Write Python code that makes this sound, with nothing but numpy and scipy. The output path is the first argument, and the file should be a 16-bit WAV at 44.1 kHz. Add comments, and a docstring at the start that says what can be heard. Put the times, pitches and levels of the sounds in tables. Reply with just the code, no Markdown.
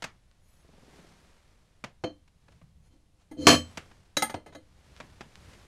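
"""A seated man handles a small metal cup in a quiet, dry room, off to the side of the microphone.
First come dull knocks on the table, a finger rubbing the cup and a creak of his chair. At 2 s he bumps
the cup, then slides it and, near 3.5 s, lets it bang down with a short rattle; the room reverberates.
After 4 s its lid clinks and the cup rocks to rest; more knocks follow. Impact and friction excite the
metal's damped modes. His movements rustle his shirt and make the floor rumble, over steady room air."""
import sys
import numpy as np
from scipy import signal
from scipy.fft import rfft, irfft
from scipy.io import wavfile
from scipy.ndimage import uniform_filter1d

SR = 44100
rng = np.random.default_rng(int(sys.argv[2]) if len(sys.argv) > 2 else 0)


def materialize(psi):
    """Save the field psi as 16-bit PCM at rate SR to the path in sys.argv[1].

    A 1-D psi becomes a single channel; in a 2-D psi each row is a channel.
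    """
    bounded = np.clip(np.atleast_2d(psi).T, -1, 1)
    quanta = np.round(bounded * 32767).astype(np.int16)
    wavfile.write(sys.argv[1], SR, quanta)


N = 250034
EVENT_SAMPLES = 20000
AGE = np.arange(EVENT_SAMPLES) / SR  # seconds since an event began
FREQS = np.fft.rfftfreq(EVENT_SAMPLES, 1 / SR)


# The cup's modes. Each row: frequency in Hz, 60 dB decay time in seconds, level in dB when struck on
# the wall, level in dB when struck on the base.
CUP_MODES = [(86, .6, -22, -26), (155, .22, -14, -22), (243, .27, -11, -17), (294, .24, -11, -8),
             (314, .18, -14, -4), (511, .22, -12, -11), (668, .15, -24, -10), (1144, .18, -8, -27),
             (1720, .12, -15, -28), (2471, .16, -21, -27), (3078, .19, -16, -24), (3109, .23, -9, -16),
             (4135, .2, -16, -21), (4161, .22, -13, -20), (4301, .13, -11, -14), (4400, .17, -17, -21),
             (5190, .18, -17, -36), (5986, .21, -20, -35), (6056, .24, -24, -34), (6503, .21, -19, -28),
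             (6869, .18, -19, -35), (7904, .3, -20, -55), (9680, .17, -22, -40), (10292, .12, -20, -46),
             (12120, .16, -35, -65), (12660, .2, -30, -60), (13010, .13, -27, -65), (13660, .15, -38, -70),
             (14190, .17, -38, -70)]
# The cup's contact spectrum. Each row: frequency in Hz, relative level in dB.
CUP_CLACK_SPECTRUM = [(20, -41.5), (45, -25), (80, -4), (170, -3), (280, -4), (450, -0.5), (800, -1),
                      (1600, -8.5), (2600, -6.5), (3600, -12), (4500, -11), (7000, -12), (9000, -18.5),
                      (16000, -43.5)]
# Blows on the cup. Each row: start in seconds, level in dB, place from wall (0) to base (1), relative
# clack level in dB, hardness as a treble corner in Hz, rattle length in seconds, relative rattle in dB.
CUP_BLOWS = [(2.038, -23, 1, -5, 485, 0.008, -15), (3.314, -60.5, 1, -1, 696, 0.017, 5),
             (3.469, -6, 0.075, -1.5, 9000, 0.086, -1.5), (4.342, -37.5, 1, 7, 580, 0.0088, -11.5),
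             (4.462, -50.5, 0.56, -2, 250, 0.057, 4), (4.553, -48, 0.82, -18.5, 254, 0.011, 8)]

def cup():
    """Impact excitation: a struck shell rings in its normal modes."""
    return impacts(CUP_BLOWS, CUP_MODES, CUP_CLACK_SPECTRUM, cluster_db=-2.5, rering_db=-1,
                   rebound_hz=6000)


# The lid's modes. Each row: frequency in Hz, 60 dB decay time in seconds, level in dB when struck on
# the edge, level in dB when struck on the face.
LID_MODES = [(232, .2, -26, -15), (300, .17, -11, -19), (530, .1, -15, -20), (795, .1, -21, -9),
             (861, .14, -24, -7), (1282, .1, -14, -9), (1690, .12, -17, -11), (2058, .13, -15, -7),
             (3260, .1, -19, -20), (3922, .08, -4, -19), (6160, .08, -14, -19), (6690, .11, -9, -16),
             (8345, .16, -27, -22), (8792, .15, -21, -10), (9130, .12, -20, -24), (10340, .1, -26, -17),
             (10680, .1, -20, -21), (12570, .11, -27, -18), (12700, .11, -21, -22), (14550, .1, -35, -21)]
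# The lid's contact spectrum. Each row: frequency in Hz, relative level in dB.
LID_CLACK_SPECTRUM = [(40, -25.5), (150, -1.5), (300, -6), (600, 5.5), (1000, -4.5), (1600, -1.5),
                      (2600, -6), (4000, -2.5), (7000, -6), (10000, -19), (16000, -29)]
# Blows on the lid. Each row reads as for the cup, with place from edge (0) to face (1).
LID_BLOWS = [(3.312, -50, 1, -11, 3094, 0.0084, -3), (4.1686, -19, 0, -5, 12000, .005, -45),
             (4.222, -18.5, 1, -8, 12000, 0.014, -33), (4.297, -34.5, 0.86, -2.5, 1270, 0.012, -5),
             (4.342, -38, 0.97, -5, 436, 0.0069, -3), (4.461, -49, 0.83, -6, 895, 0.03, 4.5),
             (4.524, -58, 0.54, -1.5, 1200, 0.02, 6), (4.549, -42, 0.29, -3.5, 900, 0.017, -22)]

def lid():
    """Plate vibration: the lid's modes are damped quickly, so it clinks."""
    return impacts(LID_BLOWS, LID_MODES, LID_CLACK_SPECTRUM, cluster_db=-4.5, rering_db=-9,
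                   rebound_hz=6050)


def impacts(blows, modes, spectrum, cluster_db, rering_db, rebound_hz):
    """Forced and free response: each blow and its rebounds give a broad clack and leave a ring."""
    out = np.zeros(N)
    for start, db, place, clack_db, hard_hz, rattle_s, rattle_db in blows:
        rebounds = amp(rattle_db) * rattle(rattle_s)
        force = contact(spectrum, hard_hz)
        force += convolve(rebounds, contact(spectrum, min(hard_hz, rebound_hz)))
        tone = ring(modes, place, amp(rering_db) * rebounds, cluster_db, soft_hz=5.7 * hard_hz)
        clack = amp(clack_db) * convolve(force, room())
        add(out, start, amp(db) * (clack + tone))
    return out


def ring(modes, place, rebounds, cluster_db, soft_hz, cluster_t60=0.16, rise_s=0.0018):
    """Modal superposition: damped sines, each amid a cluster of weaker modes, weighted by place."""
    energy_in = rebounds ** 2 + (AGE == 0)  # touches come at random phases, so their energies add

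    def decay(t60):
        retained = np.exp(-2 * np.log(1000) / (t60 * SR))
        return np.sqrt(signal.lfilter([1], [1, -retained], energy_in))

    tones, cluster_power = np.zeros(EVENT_SAMPLES), np.zeros(len(FREQS))
    for hz, t60, db_at_0, db_at_1 in modes:
        gain = amp(db_at_0 + place * (db_at_1 - db_at_0)) / np.hypot(1, hz / soft_hz)
        tones += gain * np.sin(2 * np.pi * (hz * AGE + rng.random())) * decay(t60)
        width_hz = 20 + 0.01 * hz
        hump = 1 / (1 + ((FREQS - hz) / width_hz) ** 2) ** 2
        cluster_power += gain ** 2 / 2 * hump / hump.sum()
    white = rfft(rng.standard_normal(EVENT_SAMPLES))
    clusters = unit_rms(irfft(white * np.sqrt(cluster_power))) * np.sqrt(cluster_power.sum())
    return (tones + amp(cluster_db) * clusters * decay(cluster_t60)) * (1 - np.exp(-AGE / rise_s))


def rattle(length_s, touches_per_s=600, fall_db=15):
    """Inelastic rebound: impulses at random times weaken and stop; their total energy is 1."""
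    touches = (rng.random(EVENT_SAMPLES) < touches_per_s / SR) & (AGE < length_s)
    touches[round(length_s * SR / 2)] = True  # at least one rebound
    signs = np.sign(rng.standard_normal(EVENT_SAMPLES))
    train = touches * signs * amp(-fall_db * np.minimum(AGE / length_s, 1) ** 2)
    return train / np.linalg.norm(train)


def contact(spectrum, hard_hz, light_hz=10):
    """Contact pulse: a minimum-phase click that loses treble when softer and bass when lighter."""
    gain = amp(lookup(spectrum, FREQS)) / np.hypot(1, FREQS / hard_hz)
    log_gain = np.log(gain / np.hypot(1, light_hz / (FREQS + 1)))
    mirrored = np.r_[log_gain, log_gain[-2:0:-1]]
    click = np.fft.ifft(np.exp(np.conj(signal.hilbert(mirrored)))).real
    return click / np.linalg.norm(click) * np.sqrt(SR / 100)  # the energy of 10 ms at rms 1


# At 0.38 s a finger rubs the cup, raising a faint high ring; in the later rows the cup slides on the
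# table. Each row: start, rise time and slowing time constant in seconds, hum and grating levels in dB,
# grating's lower corner in Hz, scuffing in dB relative to the grating.
CUP_RUBS = [(.38, 0.13, 0.14, -90, -72.5, 12200, -23), (2.799, .075, .02, -87, -78, 8000, 6.5),
            (2.895, .035, .05, -64.5, -78.5, 2500, 6.5), (3.169, .05, .025, -81, -87.5, 2000, 18.5),
            (3.313, .008, .025, -45, -81, 4050, 5), (3.366, .102, 0.0065, -32.5, -44, 2987, -5)]

def rubbing(hum_hz=320):
    """Friction excitation: the base hums, the wall grates and the contact scuffs, louder with speed."""
    out, no_rebounds = np.zeros(N), np.zeros(EVENT_SAMPLES)
    lowpass = 1 / np.hypot(1, (FREQS / hum_hz) ** 2)
    for start, rise_s, slow_s, hum_db, grate_db, grate_hz, scuff_db in CUP_RUBS:
        speed = np.minimum(AGE / rise_s, 1) * np.exp(-np.maximum(AGE - rise_s, 0) / slow_s)
        hum, grate = amp(hum_db) * speed ** 0.45, amp(grate_db) * speed ** 1.1
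        friction = np.exp(2j * np.pi * rng.random(len(FREQS)))  # flat spectrum, random phases
        highpass = 1 / np.hypot(1, (grate_hz / (FREQS + 1)) ** 2) ** 2
        scuff = unit_rms(irfft(friction * amp(lookup(CUP_CLACK_SPECTRUM, FREQS))))
        sound = scuff * grate * amp(scuff_db)
        for place, band, envelope in (1, lowpass, hum), (0.37, highpass, grate):
            body = rfft(ring(CUP_MODES, place, no_rebounds, cluster_db=-8, soft_hz=SR))
            sound += unit_rms(irfft(friction * body * band)) * envelope
        add(out, start, sound)
    return out


# The table's knock spectrum. Each row: frequency in Hz, relative level in dB.
KNOCK_SPECTRUM = [(40, -37.5), (130, 12.5), (260, 6), (380, 1.5), (600, 3), (1300, 0.5), (2200, 0),
                  (4000, -5.5), (7000, -9), (10000, -17.5), (16000, -31)]
# Dull knocks. Each row: start in seconds, level in dB, treble corner in Hz, bass corner in Hz.
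TABLE_KNOCKS = [(0.0226, -35.5, 6850, 387), (0.0405, -32.5, 8350, 493), (1.8399, -34, 3560, 157),
                (2.277, -65, 12000, 930), (2.482, -57.5, 1970, 200), (2.521, -64.5, 8900, 700),
                (2.614, -57, 960, 80), (3.773, -34, 9860, 204), (3.912, -54, 1990, 150),
                (4.972, -57, 4960, 896), (5.0019, -39, 2200, 180), (5.208, -40, 2590, 220),
                (5.532, -55, 4970, 700)]

def knocks():
    """Indirect sound: knocks on the table arrive by way of the room's reflections."""
    out = np.zeros(N)
    for start, db, hard_hz, light_hz in TABLE_KNOCKS:
        add(out, start, amp(db) * convolve(room(), contact(KNOCK_SPECTRUM, hard_hz, light_hz)))
    return out


# A tick's spectrum. Each row: frequency in Hz, relative level in dB.
TICK_SPECTRUM = [(100, -74), (1000, 14.5), (2500, 15), (4500, 13.5), (8000, 3), (16000, -17)]
# Tiny ticks. Each row: start in seconds, level in dB.
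CLOSE_TICKS = [(.314, -68.5), (4.965, -58.5), (5.356, -52.5)]

def ticks(room_db=-9):
    """Direct sound: close ticks outweigh their reflections and are nearly dry."""
    out = np.zeros(N)
    for start, db in CLOSE_TICKS:
        click = contact(TICK_SPECTRUM, hard_hz=10000)
        add(out, start, amp(db) * (click + amp(room_db) * convolve(click, room())))
    return out


# The spectrum of one slip in the chair. Each row: frequency in Hz, relative level in dB.
SLIP_SPECTRUM = [(40, -27), (150, 3.5), (400, -2.5), (650, -4.5), (1100, -18), (3000, -29), (16000, -42)]

def chair(start_s=0.646, first_gap_s=0.043, slowing=1.04, slips=11):
    """Stick-slip friction: the chair creaks in ever slower slips as its load builds and eases."""
    out, slip_s = np.zeros(N), start_s
    for k in range(slips):
        load = swell(slip_s, top_s=1.016, db=-52, rise_db_per_s=15, fall_db_per_s=73)
        add(out, slip_s, load * convolve(room(), contact(SLIP_SPECTRUM, hard_hz=2000)))
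        slip_s += first_gap_s * slowing ** k
    return out


# The spectra of hiss and rumble. Each row: frequency in Hz, relative level in dB.
HISS_SPECTRUM = [(40, -3), (170, 11), (400, 7), (900, 3), (2000, 0.5), (3500, -3), (5500, -5.5),
                 (8500, -10.5), (11500, -15.5), (15000, -32)]
RUMBLE_SPECTRUM = [(30, -18), (55, -4.5), (72, 1.5), (120, -4), (180, -10.5), (300, -30.5), (1000, -59.5)]
# At 3.7 s the bang's late reverberation dies away; in the other rows the man moves, stirring shirt and
# floor. Each row: peak time and length in seconds, hiss and rumble levels in dB.
NOISE_SWELLS = [(0.02, 0.77, -67.5, -61), (0.962, 1.99, -58.5, -77), (2.515, 0.71, -68.5, -59),
                (3.7, 1.1, -56.5, -58), (4.994, 1.8, -60, -57), (5.5, 1.7, -56.5, -56)]
# Soft thumps of shifting weight in the floor. Each row: peak time in seconds, level in dB.
FLOOR_THUMPS = [(2.629, -53), (2.78, -53.5)]

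def movements_and_reverberation(rise_share=0.38, range_db=22.5, flicker_db=1):
    """Incoherent addition: overlapping swells of soft hiss and rumble sum in power."""
    t, hiss, rumble = np.arange(N) / SR, np.zeros(N), np.zeros(N)
    for top_s, length_s, hiss_db, rumble_db in NOISE_SWELLS:
        rise_s, fall_s = rise_share * length_s, (1 - rise_share) * length_s
        envelope = swell(t, top_s, 0, range_db / rise_s, range_db / fall_s)
        hiss = np.hypot(hiss, amp(hiss_db) * envelope)
        rumble = np.hypot(rumble, amp(rumble_db) * envelope)
    for top_s, db in FLOOR_THUMPS:
        rumble = np.hypot(rumble, swell(t, top_s, db, rise_db_per_s=502, fall_db_per_s=130))
    flicker = unit_rms(uniform_filter1d(rng.standard_normal(N), size=300))
    return noise(HISS_SPECTRUM) * hiss * amp(flicker_db * flicker) + noise(RUMBLE_SPECTRUM) * rumble


# The room's reverberation. Each row: frequency in Hz, 60 dB decay time in seconds.
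ROOM_DECAY = [(60, .42), (150, .28), (400, .2), (1000, .19), (3000, .18), (7000, .16), (14000, .12)]

def room(early_s=0.01, tail_db=-7, late_db=-39, late_t60=0.41):
    """Impulse response: early reflections off nearby surfaces, then a short tail; its energy is 1."""
    edges_hz = np.r_[0, np.geomspace(120, SR / 2, 15)]
    white, out = rfft(rng.standard_normal(EVENT_SAMPLES)), np.zeros(EVENT_SAMPLES)
    early = np.exp(-(AGE / early_s) ** 4)
    late = amp(late_db - 60 * AGE / late_t60)
    for lo, hi in zip(edges_hz, edges_hz[1:]):
        tail = amp(tail_db - 60 * AGE / lookup(ROOM_DECAY, (lo + hi) / 2))
        band = irfft(white * (FREQS >= lo) * (FREQS < hi)) * (early + tail + late)
        out += band * np.sqrt(hi - lo) / np.linalg.norm(band)
    return out / np.linalg.norm(out)


# The spectrum of the room's air. Each row: frequency in Hz, relative level in dB.
AIR_SPECTRUM = [(20, 1.5), (35, -3), (70, 0), (110, -9), (170, -11), (300, -26.5), (600, -25.5),
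                (1500, -34.5), (4000, -34.5), (11000, -40.5), (13000, -51.5), (16000, -60)]

def air(level_db=-62.5):
    """Stationary noise: the room's air is faint, steady and strongest in the bass."""
    return amp(level_db) * noise(AIR_SPECTRUM)


def noise(spectrum):
    """Spectral shaping: white noise is coloured and scaled to rms 1."""
    gain = amp(lookup(spectrum, np.fft.rfftfreq(N, 1 / SR)))
    return unit_rms(irfft(rfft(rng.standard_normal(N)) * gain, N))


def swell(t, top_s, db, rise_db_per_s, fall_db_per_s):
    """Exponential growth and decay: a gain climbs and falls at steady rates in dB."""
    return amp(db - np.maximum((top_s - t) * rise_db_per_s, (t - top_s) * fall_db_per_s))


def amp(db):
    """Decibels as an amplitude ratio."""
    return 10 ** (np.asarray(db) / 20)


def unit_rms(x):
    """Normalisation to rms 1."""
    return x / np.sqrt(np.mean(x ** 2) + 1e-30)


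def lookup(points, hz):
    """Interpolation on a log-frequency axis."""
    table_hz, values = np.transpose(points)
    return np.interp(np.log(hz + 1), np.log(table_hz), values)


def add(mix, start_s, sound):
    """Superposition of a sound from a given time."""
    part = mix[round(start_s * SR):][:len(sound)]
    part += sound[:len(part)]


def convolve(x, response):
    """Linear filtering, cut to the input's length."""
    return signal.fftconvolve(x, response)[:len(x)]


def scene():
    """Superposition: the pressures of all sources add in one channel."""
    mix = cup() + lid() + rubbing() + knocks() + ticks() + chair()
    return (mix + movements_and_reverberation() + air())[None]


def record(dry, limit_db=-0.5, recover_db_per_s=170, cutoff_hz=16000):
    """Peak limiting: the gain drops for the bang and recovers; a low-pass then limits the band."""
    peak_db = 20 * np.log10(abs(dry[0]) + 1e-9)
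    recovery_db = np.arange(N) * recover_db_per_s / SR
    held_db = np.maximum.accumulate(peak_db + recovery_db) - recovery_db
    reduction_db = uniform_filter1d(np.maximum(held_db - limit_db, 0), size=40)
    limited = np.clip(dry * amp(-reduction_db), -1, 1)
    lowpass = signal.firwin(255, cutoff_hz, window=("kaiser", 9), fs=SR)
    return signal.oaconvolve(limited, lowpass[None], "same")


dry = scene()
out = record(dry)
materialize(out)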